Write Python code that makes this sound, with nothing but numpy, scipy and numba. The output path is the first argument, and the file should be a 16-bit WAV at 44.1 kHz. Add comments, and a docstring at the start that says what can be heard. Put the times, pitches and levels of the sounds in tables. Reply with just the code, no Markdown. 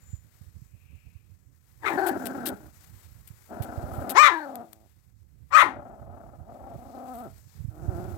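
"""Small dogs playing on a bed

In a soft-furnished room one dog growls with a fluttering throat, moans, and twice breaks into a sharp
yap. Uneven vocal-fold pulses and rasping breath ring its throat, jaws and chest.
Fur brushes past a hand-held phone. Its left port is thin, bright and hissy;
the right one is muffled and picks up bumps and rumble from the hand."""
import sys
import numpy as np
from scipy import signal
from scipy.fft import rfft, irfft, next_fast_len
from scipy.io import wavfile
from scipy.ndimage import uniform_filter1d, minimum_filter1d
from numba import njit

SR = 44100
rng = np.random.default_rng(int(sys.argv[2]) if len(sys.argv) > 2 else 0)


def master_out(mix):
    """Clip the mix to full scale and print it as 16-bit PCM to the path in sys.argv[1]."""
    frames = np.transpose(np.atleast_2d(mix))
    ceiling = np.clip(frames, -1, 1)
    pcm = np.round(ceiling * 32767).astype(np.int16)
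    wavfile.write(sys.argv[1], SR, pcm)


N = 360297
T = np.arange(N) / SR


def undb(db):
    """Decibels to gain."""
    return 10 ** (np.asarray(db) / 20)


def curves(rows):
    """Each column after the first, joined by straight lines over time."""
    times_s, *columns = np.transpose(rows)
    return [np.interp(T, times_s, column) for column in columns]


def noise():
    """White noise of rms 1."""
    return rng.standard_normal(N)


def unit(x):
    """Scale to rms 1."""
    return x / np.std(x)


def steady(x, span_s):
    """Scale to a running rms of 1; faster flutter stays."""
    size = int(span_s * SR)
    power = uniform_filter1d(uniform_filter1d(x * x, size), size // 2)
    return x / np.sqrt(np.abs(power) + 1e-14)


def wander(rate_hz):
    """Smooth random drift with a spread of 1."""
    size = int(SR / rate_hz)
    steps = np.repeat(rng.standard_normal(N // size + 1), size)
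    return unit(uniform_filter1d(steps, size)[:N])


def colour(x, points):
    """Filter by a spectrum of (Hz, dB) points."""
    hz, db = np.transpose(points)
    size = next_fast_len(N + 8192)
    bins_hz = np.maximum(np.fft.rfftfreq(size, 1 / SR), 1)
    gain = undb(np.interp(np.log(bins_hz), np.log(hz), db))
    return irfft(rfft(x, size) * gain, size)[:N]


@njit
def bandpass(x, hz, width_hz):
    """State-variable band-pass with a moving centre."""
    out, band_state, low_state = np.empty(len(x)), 0., 0.
    for i in range(len(x)):
        tuning, damping = np.tan(np.pi * hz[i] / SR), width_hz[i] / hz[i]
        band = (band_state + tuning * (x[i] + 1e-18 - low_state)) / (1 + tuning * (tuning + damping))
        band_state = 2 * band - band_state
        low_state += 2 * tuning * band
        out[i] = damping * band
    return out


def resonance(x, hz, width_hz):
    """A steep resonance: the band-pass twice."""
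    hz, width_hz = np.full(N, hz, float), np.full(N, width_hz, float)
    return bandpass(bandpass(x, hz, width_hz), hz, width_hz)


def room(x, t60_s=.23, tail_db=-9):
    """The direct sound and a short tail from the walls."""
    t = T[:SR // 2]
    tail = rng.standard_normal(len(t)) * undb(-60 * t / t60_s) * (t > .004)
    return x + undb(tail_db) * signal.fftconvolve(x, tail / np.linalg.norm(tail))[:N]


# Course of the hiss. Each row: time in seconds, relative level in dB.
HISS_LEVELS = [(0.0, -74.5), (1.5, -81.5), (1.8, -74), (1.88, -58.5), (2.6, -67.5), (2.72, -75.5),
               (2.76, -66), (3.2, -70), (4.17, -66), (5.07, -82.5), (6.29, -82), (7.17, -69.5), (7.73, -74),
               (8.17, -66)]
# Its spectrum. Each row: frequency in Hz, gain in dB.
HISS_SPECTRUM = [(400, -2), (800, -3), (2000, -2.5), (3000, -10.5), (6000, -8.5), (7800, -4.5),
                 (9800, -9.5), (12000, -3), (16000, -8)]


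def hiss():
    """Thin, restless hiss that swells and sinks; its middle and its top flicker apart."""
    middle = resonance(noise(), 4000 * undb(2 * wander(6)), 5000) * undb(3 * wander(9))
    flicker_db = 1.3 * wander(17) + 1.3 * wander(150)
    thin_noise = unit(colour(noise() + undb(-2) * middle, HISS_SPECTRUM))
    return undb(curves(HISS_LEVELS)[0] + 13 + flicker_db) * thin_noise


# Whistles. Each row: peak time in seconds, half length in seconds, pitch in Hz, peak level in dB.
AIRY_TONES = [(0.118, 0.082, 7140, -55), (0.975, 0.25, 2490, -65)]


def whistles():
    """Faint, airy bands of noise that come and go."""
    return sum(undb(db) * np.exp(-((T - peak_s) / half_s) ** 2) * unit(resonance(noise(), hz, 490))
               for peak_s, half_s, hz, db in AIRY_TONES)


# Rumble of the grip. Each row: time in seconds, relative level in dB.
GRIP_LEVELS = [(0, -53), (3.4, -52.5), (3.9, -41), (4.4, -60), (5.1, -56.5), (5.8, -48.5), (7.5, -54),
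               (7.8, -38), (8.16, -41)]
# Its spectrum. Each row: frequency in Hz, gain in dB.
GRIP_SPECTRUM = [(20, -36), (50, -5.5), (90, -1.5), (130, -7.5), (200, -21), (400, -34), (4000, -80)]
# Bumps on the phone's body. Each row: start in seconds, relative level in dB, pitch in Hz.
PHONE_BUMPS = [(0.129, -32, 93), (0.409, -41, 90), (0.615, -42, 119), (1.149, -42, 81), (3.3, -40.5, 109),
               (3.599, -26.5, 112.2), (3.772, -28.5, 92.3), (3.829, -35.5, 102.6), (3.975, -31, 100),
               (7.598, -31.5, 98.8), (7.643, -32.5, 111.4), (7.679, -30.5, 102), (7.878, -20, 91.5)]


def hand():
    """Each bump rocks the phone for a cycle or two, over the uneven rumble of the grip."""
    grip = unit(colour(noise(), GRIP_SPECTRUM))
    out = grip * undb(curves(GRIP_LEVELS)[0] + 1.95 + 4.06 * wander(22))
    for start_s, db, hz in PHONE_BUMPS:
        age_s = np.clip(T - start_s, 0, .3)
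        swell = age_s / .0077
        rocking = np.sin(2 * np.pi * hz * age_s) + .15 * grip
        out += undb(db + 9.5) * (swell * np.exp(1 - swell)) ** 3 * rocking
    return out


# Fur touching the left port. Each row: start in seconds, relative level in dB, length in seconds.
FUR_BRUSHES = [(2.064, -29.5, 0.03), (2.256, -32, 0.019), (2.455, -24.5, 0.032), (2.742, -48, 0.0029),
               (3.273, -46, 0.017), (3.62, -38, 0.023), (3.932, -52.5, 0.082), (4.093, -28, 0.022),
               (4.555, -43, 0.0073), (4.729, -46.5, 0.0065), (7.136, -53, 0.1)]
# Its spectrum. Each row: frequency in Hz, gain in dB.
FUR_SPECTRUM = [(300, -6.5), (1500, 2.5), (3300, 6), (6500, -1.5), (8200, 8), (10500, 5), (12500, 15),
                (16000, -1)]


def fur():
    """Short scratchy swishes: many hairs slipping over the port."""
    touch = np.zeros(N)
    for start_s, db, length_s in FUR_BRUSHES:
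        corners_s = [-.001, .002, length_s, 1.4 * length_s + .007]
        touch += undb(db) * np.interp(T - start_s, corners_s, [0, 1.25, .6, 0])
    hairs = noise() * undb(5 * wander(1300) + 2 * wander(200))
    return touch * unit(colour(hairs, FUR_SPECTRUM))


def fade_db(start_s, end_s, rise_db_per_s=950, stop_db_per_s=900):
    """How far the voice has sunk before the start and after the end of a low call."""
    return rise_db_per_s * np.maximum(start_s - T, 0) + stop_db_per_s * np.maximum(T - end_s, 0)


# One list per moan. Each row: time in seconds, level in dB, pitch in Hz, mouth opening 0-1,
# roughness 0-1.
MOAN_CURVES = [
    [(4.3, -27, 348.9, 0.43, .2), (4.38, -31, 316.6, 0.57, .07), (4.4, -37, 305.2, 0.45, 0.2),
     (4.445, -38.5, 291.6, 0.41, 0), (4.47, -43, 269.5, 0.03, .3), (4.63, -46.5, 223.7, 0.06, .35),
     (4.66, -63.5, 120.6, 0, 0.2)],
    [(6.99, -47.5, 249.8, 0.08, .25), (7.075, -46, 254.6, 0, 0.3), (7.1, -42.5, 254.6, 0, .06),
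     (7.133, -44.5, 253.5, 0.16, .08), (7.148, -45, 225.5, 0.05, 0.1), (7.21, -44, 251.3, 0.08, .06),
     (7.245, -46.5, 220.9, 0.2, .12), (7.272, -47.5, 135.3, 0.11, .15)],
]


def moan(points, chest_db=-1):
    """Throat controls of one wavering moan: it flutters only as far as it is rough."""
    db, hz, mouth, rough = curves(points)
    effort_db = db - fade_db(points[0][0], points[-1][0])
    return effort_db, hz, rough, mouth, chest_db, rough, 0


# Growls and mutters. Each row: start and end in seconds, resting pitch in Hz, first, middle and last
# level in dB, mouth opening 0-1, roughness (full at 1), flutter 0-1, chest tone in dB.
GROWL_CALLS = [(1.849, 1.962, 217.9, -32, -30.5, -34, 0.55, 0.96, 0.3, 6.5),
               (1.977, 2.11, 228.3, -28, -29.5, -31, 0.44, 0.54, 0.56, 6),
               (2.134, 2.174, 198.8, -37.5, -37, -37, 0.3, 0.56, 0.38, 4.5),
               (2.205, 2.532, 194.5, -39.5, -43, -40, 0.3, .6, 0.41, 3.5),
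               (2.562, 2.684, 130.8, -56, -60, -62.5, 0.22, 1.05, 0.63, 2.5),
               (3.51, 4.151, 177.5, -46, -45, -40, 0.16, .65, 0.44, -1.5),
               (4.655, 4.86, 95.48, -65, -67.5, -70, 0, .15, 0.09, -1),
               (5.68, 6.452, 179.4, -44, -54.5, -58, 0.06, .55, .75, -5),
               (6.48, 6.753, 192.2, -51.5, -52, -49, 0, 0.48, 0.52, -4.5),
               (6.788, 6.988, 204.3, -53, -50, -47.5, 0.02, 0.36, 0.6, -0.5),
               (7.714, 8.168, 135.9, -62.5, -45, -52.5, 0.17, 0.44, 0.28, 1.5)]


def growl(start_s, end_s, rest_hz, first_db, middle_db, last_db, mouth, rough, flutter, chest_db):
    """Throat controls of one growl: pushing harder lifts the pitch, which sags as the air runs out."""
    lift_hz, sag_s, sag_share = 678.7, .04, .45
    db = np.interp(T, [start_s, (start_s + end_s) / 2, end_s], [first_db, middle_db, last_db])
    sag = 1 - sag_share * np.clip((T - end_s) / sag_s + .35, 0, 1)
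    hz = (rest_hz + lift_hz * undb(db / 2)) * sag
    return db - fade_db(start_s, end_s), hz, rough, mouth, chest_db, flutter, 0


# Yaps; the first is faint and hoarse throughout. Each row: start and end of the hold in seconds, level
# in dB, relative mouth opening, voice break in seconds, added roughness 0-1, gape overtones in dB.
YAP_CALLS = [(1.868, 1.886, -21, .85, 1.68, 1, 0), (4.188, 4.28, -7, 1, 4.23, .18, 0),
             (5.559, 5.621, -8, .9, 5.574, .8, -6)]
# Each yap scoops up, arches or wavers, and drops. Each row: time in seconds, pitch in Hz.
YAP_MELODY = [(1.82, 330.2), (1.875, 465.8), (1.925, 335), (4.14, 259.1), (4.18, 521.6), (4.198, 598.3),
              (4.222, 617.5), (4.262, 577.9), (4.292, 520.1), (4.325, 345.7), (5.51, 504.9), (5.532, 578.9),
              (5.55, 612.7), (5.564, 649.8), (5.595, 560.6), (5.611, 690.4), (5.63, 511.1), (5.648, 327.1),
              (5.69, 269.5)]
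BREAK_RAMP_S = .016


def yap(start_s, end_s, db, mouth, break_s, rough):
    """Throat controls of one yap: it starts breathy and breaks into a rasp, every second pulse weak."""
    attack_s, droop_db_per_s, cut_db_per_s, knee_db, trail_db_per_s = .062, 49.5, 621, -9, 240
    swell = np.clip(1 + (T - start_s) / attack_s, 1e-4, 1)
    held_s, after_s = np.clip(T - start_s, 0, end_s - start_s), np.maximum(T - end_s, 0)
    release_db = np.maximum(-cut_db_per_s * after_s, knee_db - trail_db_per_s * after_s)
    shape_db = 20 * np.log10(swell ** 2.8) - droop_db_per_s * held_s + release_db
    broken = np.interp(T, [break_s - BREAK_RAMP_S, break_s], [0, 1])
    hoarse = .021 + rough * np.maximum(broken, rough ** 2 / 2)
    breathy = (.4 + rough) * (1 - swell)
    jaw = mouth * np.maximum(3.5 + .45 * shape_db, .8)  # closes partway as the effort fades
    chest_db, doubling = -4, .36 * broken
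    return db + shape_db, curves(YAP_MELODY)[0], np.maximum(hoarse, breathy), jaw, chest_db, 0, doubling


def throat_controls():
    """The strongest call sets effort, pitch, roughness, mouth, chest, flutter and doubling."""
    calls = [growl(*row) for row in GROWL_CALLS]
    calls += [moan(points) for points in MOAN_CURVES]
    calls += [yap(*row[:-1]) for row in YAP_CALLS]
    levels_db, *controls = zip(*calls)
    effort_db = np.max(levels_db, axis=0)
    weights = undb(np.maximum(np.array(levels_db) - effort_db, -100)) ** 2
    weights /= weights.sum(axis=0)
    blended = [sum(w * value for w, value in zip(weights, control)) for control in controls]
    return np.maximum(effort_db, -120), *blended


@njit
def vocal_folds(hz, jitter, shimmer, doubling, draws):
    """One uneven pulse per closing, alternately strong and weak when doubling; also the phase."""
    pulses, phases = np.zeros(len(hz) + 1), np.empty(len(hz))
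    phase, cycle = 0., 0
    for i in range(len(hz)):
        step = hz[i] * np.exp(jitter[i] * draws[cycle, 0]) / SR
        phase += step
        if phase >= 1:
            phase, cycle = phase - 1, cycle + 1
            alternation = 1 + doubling[i] * (-1) ** cycle
            size = np.exp(shimmer[i] * draws[cycle, 1]) * alternation / np.sqrt(step)
            pulses[i] += size * phase / step  # split between two samples
            pulses[i + 1] += size * (1 - phase / step)
        phases[i] = phase
    return pulses[:-1], phases


FLUTTER_HZ = 29.16


def tissue_flutter(depth):
    """Loose tissue flaps in the throat: rounded puffs with short gaps."""
    cycles = np.cumsum(FLUTTER_HZ * (1 + .27 * wander(30))) / SR
    flap = 3 * (np.abs(np.sin(np.pi * cycles)) - .68)
    return np.clip(depth, 0, 1) * flap * (.9 + .35 * wander(20))


# Chest tone, strong only on low notes. Each row: pitch in Hz, gain in dB.
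CHEST_BY_PITCH = [(200, -0.5), (260, -2), (335, -13), (470, -19), (600, -47.5)]


def chest(source, hz, chest_db):
    """The fundamental leaves through the nose and chest wall."""
    tone = resonance(source, np.clip(hz, 265, 370), 190)
    return undb(chest_db + np.interp(hz, *np.transpose(CHEST_BY_PITCH))) * steady(tone, .03)


# Throat resonances. Each row: centre in Hz with the mouth shut, ajar and wide, level in dB for the
# same three, base width in Hz.
THROAT_FORMANTS = [(680, 666, 1328, 10, 0.5, -3.5, 204), (1150, 1490, 2043, -0.5, 1.5, -5, 213),
                   (1960, 4900, 2203, -43.5, -24, -14, 260), (3285, 4500, 3750, -49.5, -32, -20, 770),
                   (6200, 11000, 6270, -70, -65, -28, 4900), (12430, 12500, 10000, -69, -65, -36, 7900)]


def throat(source, air, mouth, rough, flutter):
    """Resonances shift and brighten as the mouth opens; a rough voice damps and shakes them."""
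    openings = [0, .3, 1]
    turbulent = (.25 + .4 * rough) * air + .65 * source
    damping, shake = .85 + .7 * rough, .06 * rough
    out = np.zeros(N)
    for k, row in enumerate(THROAT_FORMANTS):
        centre_hz = np.interp(mouth, openings, row[:3]) * (1 + shake * wander(2 * FLUTTER_HZ))
        flare_db = 4 * flutter if k > 0 else 0
        db = np.interp(mouth, openings, row[3:6]) + flare_db
        out += undb(db) * resonance(source if k < 4 else turbulent, centre_hz, row[6] * damping)
    return steady(out, .02)


# Wide-open jaws. Each row: centre in Hz at a pitch of 610 Hz, width in Hz, level in dB.
GAPE_FORMANTS = [(1300, 340, -2), (1864, 290, -8), (2420, 280, -5.5), (2960, 190, -18), (4410, 400, -17),
                 (5850, 1200, -19), (7700, 1000, -16.5), (12500, 2000, -27)]


def gape(throat_tone, source, hz):
    """Until a yap breaks, gaping jaws replace the throat's colour; their resonances rise with pitch."""
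    stretch = (hz / 610) ** .6
    first, *upper = [undb(db) * resonance(source, centre_hz * stretch, width_hz)
                     for centre_hz, width_hz, db in GAPE_FORMANTS]
    out = throat_tone
    for start_s, _, _, _, break_s, _, overtones_db in YAP_CALLS:
        if break_s > start_s:
            corners_s = [start_s - .05, start_s - .03, break_s - BREAK_RAMP_S, break_s + .008]
            opening = np.interp(T, corners_s, [0, 1, 1, 0])
            cry = steady(first + undb(overtones_db) * sum(upper), .02)
            out = (1 - opening) * out + opening * cry
    return out


def dog():
    """Pulses and rasp ring throat, jaws and chest; flutter shakes pitch and airflow together."""
    effort_db, hz, rough, mouth, chest_db, flutter_depth, doubling = throat_controls()
    rough, mouth = np.clip(rough, .02, 1), np.clip(mouth, 0, 1)
    jitter, shimmer, rasp = .13 * rough, .35 * rough, 1.25 * rough ** 1.4
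    flutter = tissue_flutter(flutter_depth)
    draws = rng.standard_normal((N // 20, 2))
    pulses, phase = vocal_folds(hz * (1 + .24 * flutter), jitter, shimmer, doubling, draws)
    air = unit(np.exp(-phase / .5) * noise())  # a puff after each pulse
    source = pulses + rasp * air
    throat_tone = throat(source, air, mouth, rough, flutter)
    voice = gape(throat_tone, source + .06 * air, hz) + chest(source, hz, chest_db)
    throb_db = 5.2 * flutter + 2.6 * flutter_depth * wander(20)
    return undb(effort_db + throb_db) * voice


# Responses of the two ports to the voice. Each row: frequency in Hz, gain in dB.
LEFT_RESPONSE = [(60, -30), (150, -17), (250, -2.5), (350, 9), (700, 7), (1300, 2.5), (16000, -11)]
RIGHT_RESPONSE = [(100, 19.5), (250, 7), (400, 3), (700, 2), (1250, -16), (2100, -18), (4000, -27),
                  (8000, -44.5)]
# Voice in the right port as the phone is turned. 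Each row: time in seconds, gain in dB.
TURN_GAINS = [(4.9, -2.5), (5.58, -3), (5.75, -1.5)]


def scene():
    """The dog reaches both ports; fur and hiss are mostly on the left, the hand mostly on the right."""
    voice = dog()
    left_voice = colour(room(np.roll(voice, 8)), LEFT_RESPONSE)  # arrives 8 samples later
    right_voice = colour(room(voice), RIGHT_RESPONSE) * undb(curves(TURN_GAINS)[0])
    bright_noise = fur() + hiss() + whistles()
    handling = hand()
    left = left_voice + bright_noise + undb(-47) * handling
    right = right_voice + handling + undb(-36) * bright_noise + undb(-26) * hiss()
    return np.array([left, right])


def record(dry):
    """The deepest bass is dropped, a fast limiter holds the yaps near full scale, and the top is cut."""
    bottom_hz, top_hz, limiter_samples = 42, 16000, SR // 200
    thin = signal.sosfilt(signal.butter(4, bottom_hz, "high", fs=SR, output="sos"), dry)
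    peak = np.maximum(np.abs(thin).max(axis=0), 1)
    gain = uniform_filter1d(minimum_filter1d(1 / peak, limiter_samples), limiter_samples)
    return signal.sosfilt(signal.ellip(8, .2, 80, top_hz, fs=SR, output="sos"), thin * gain)


dry = scene()
out = record(dry)
master_out(out)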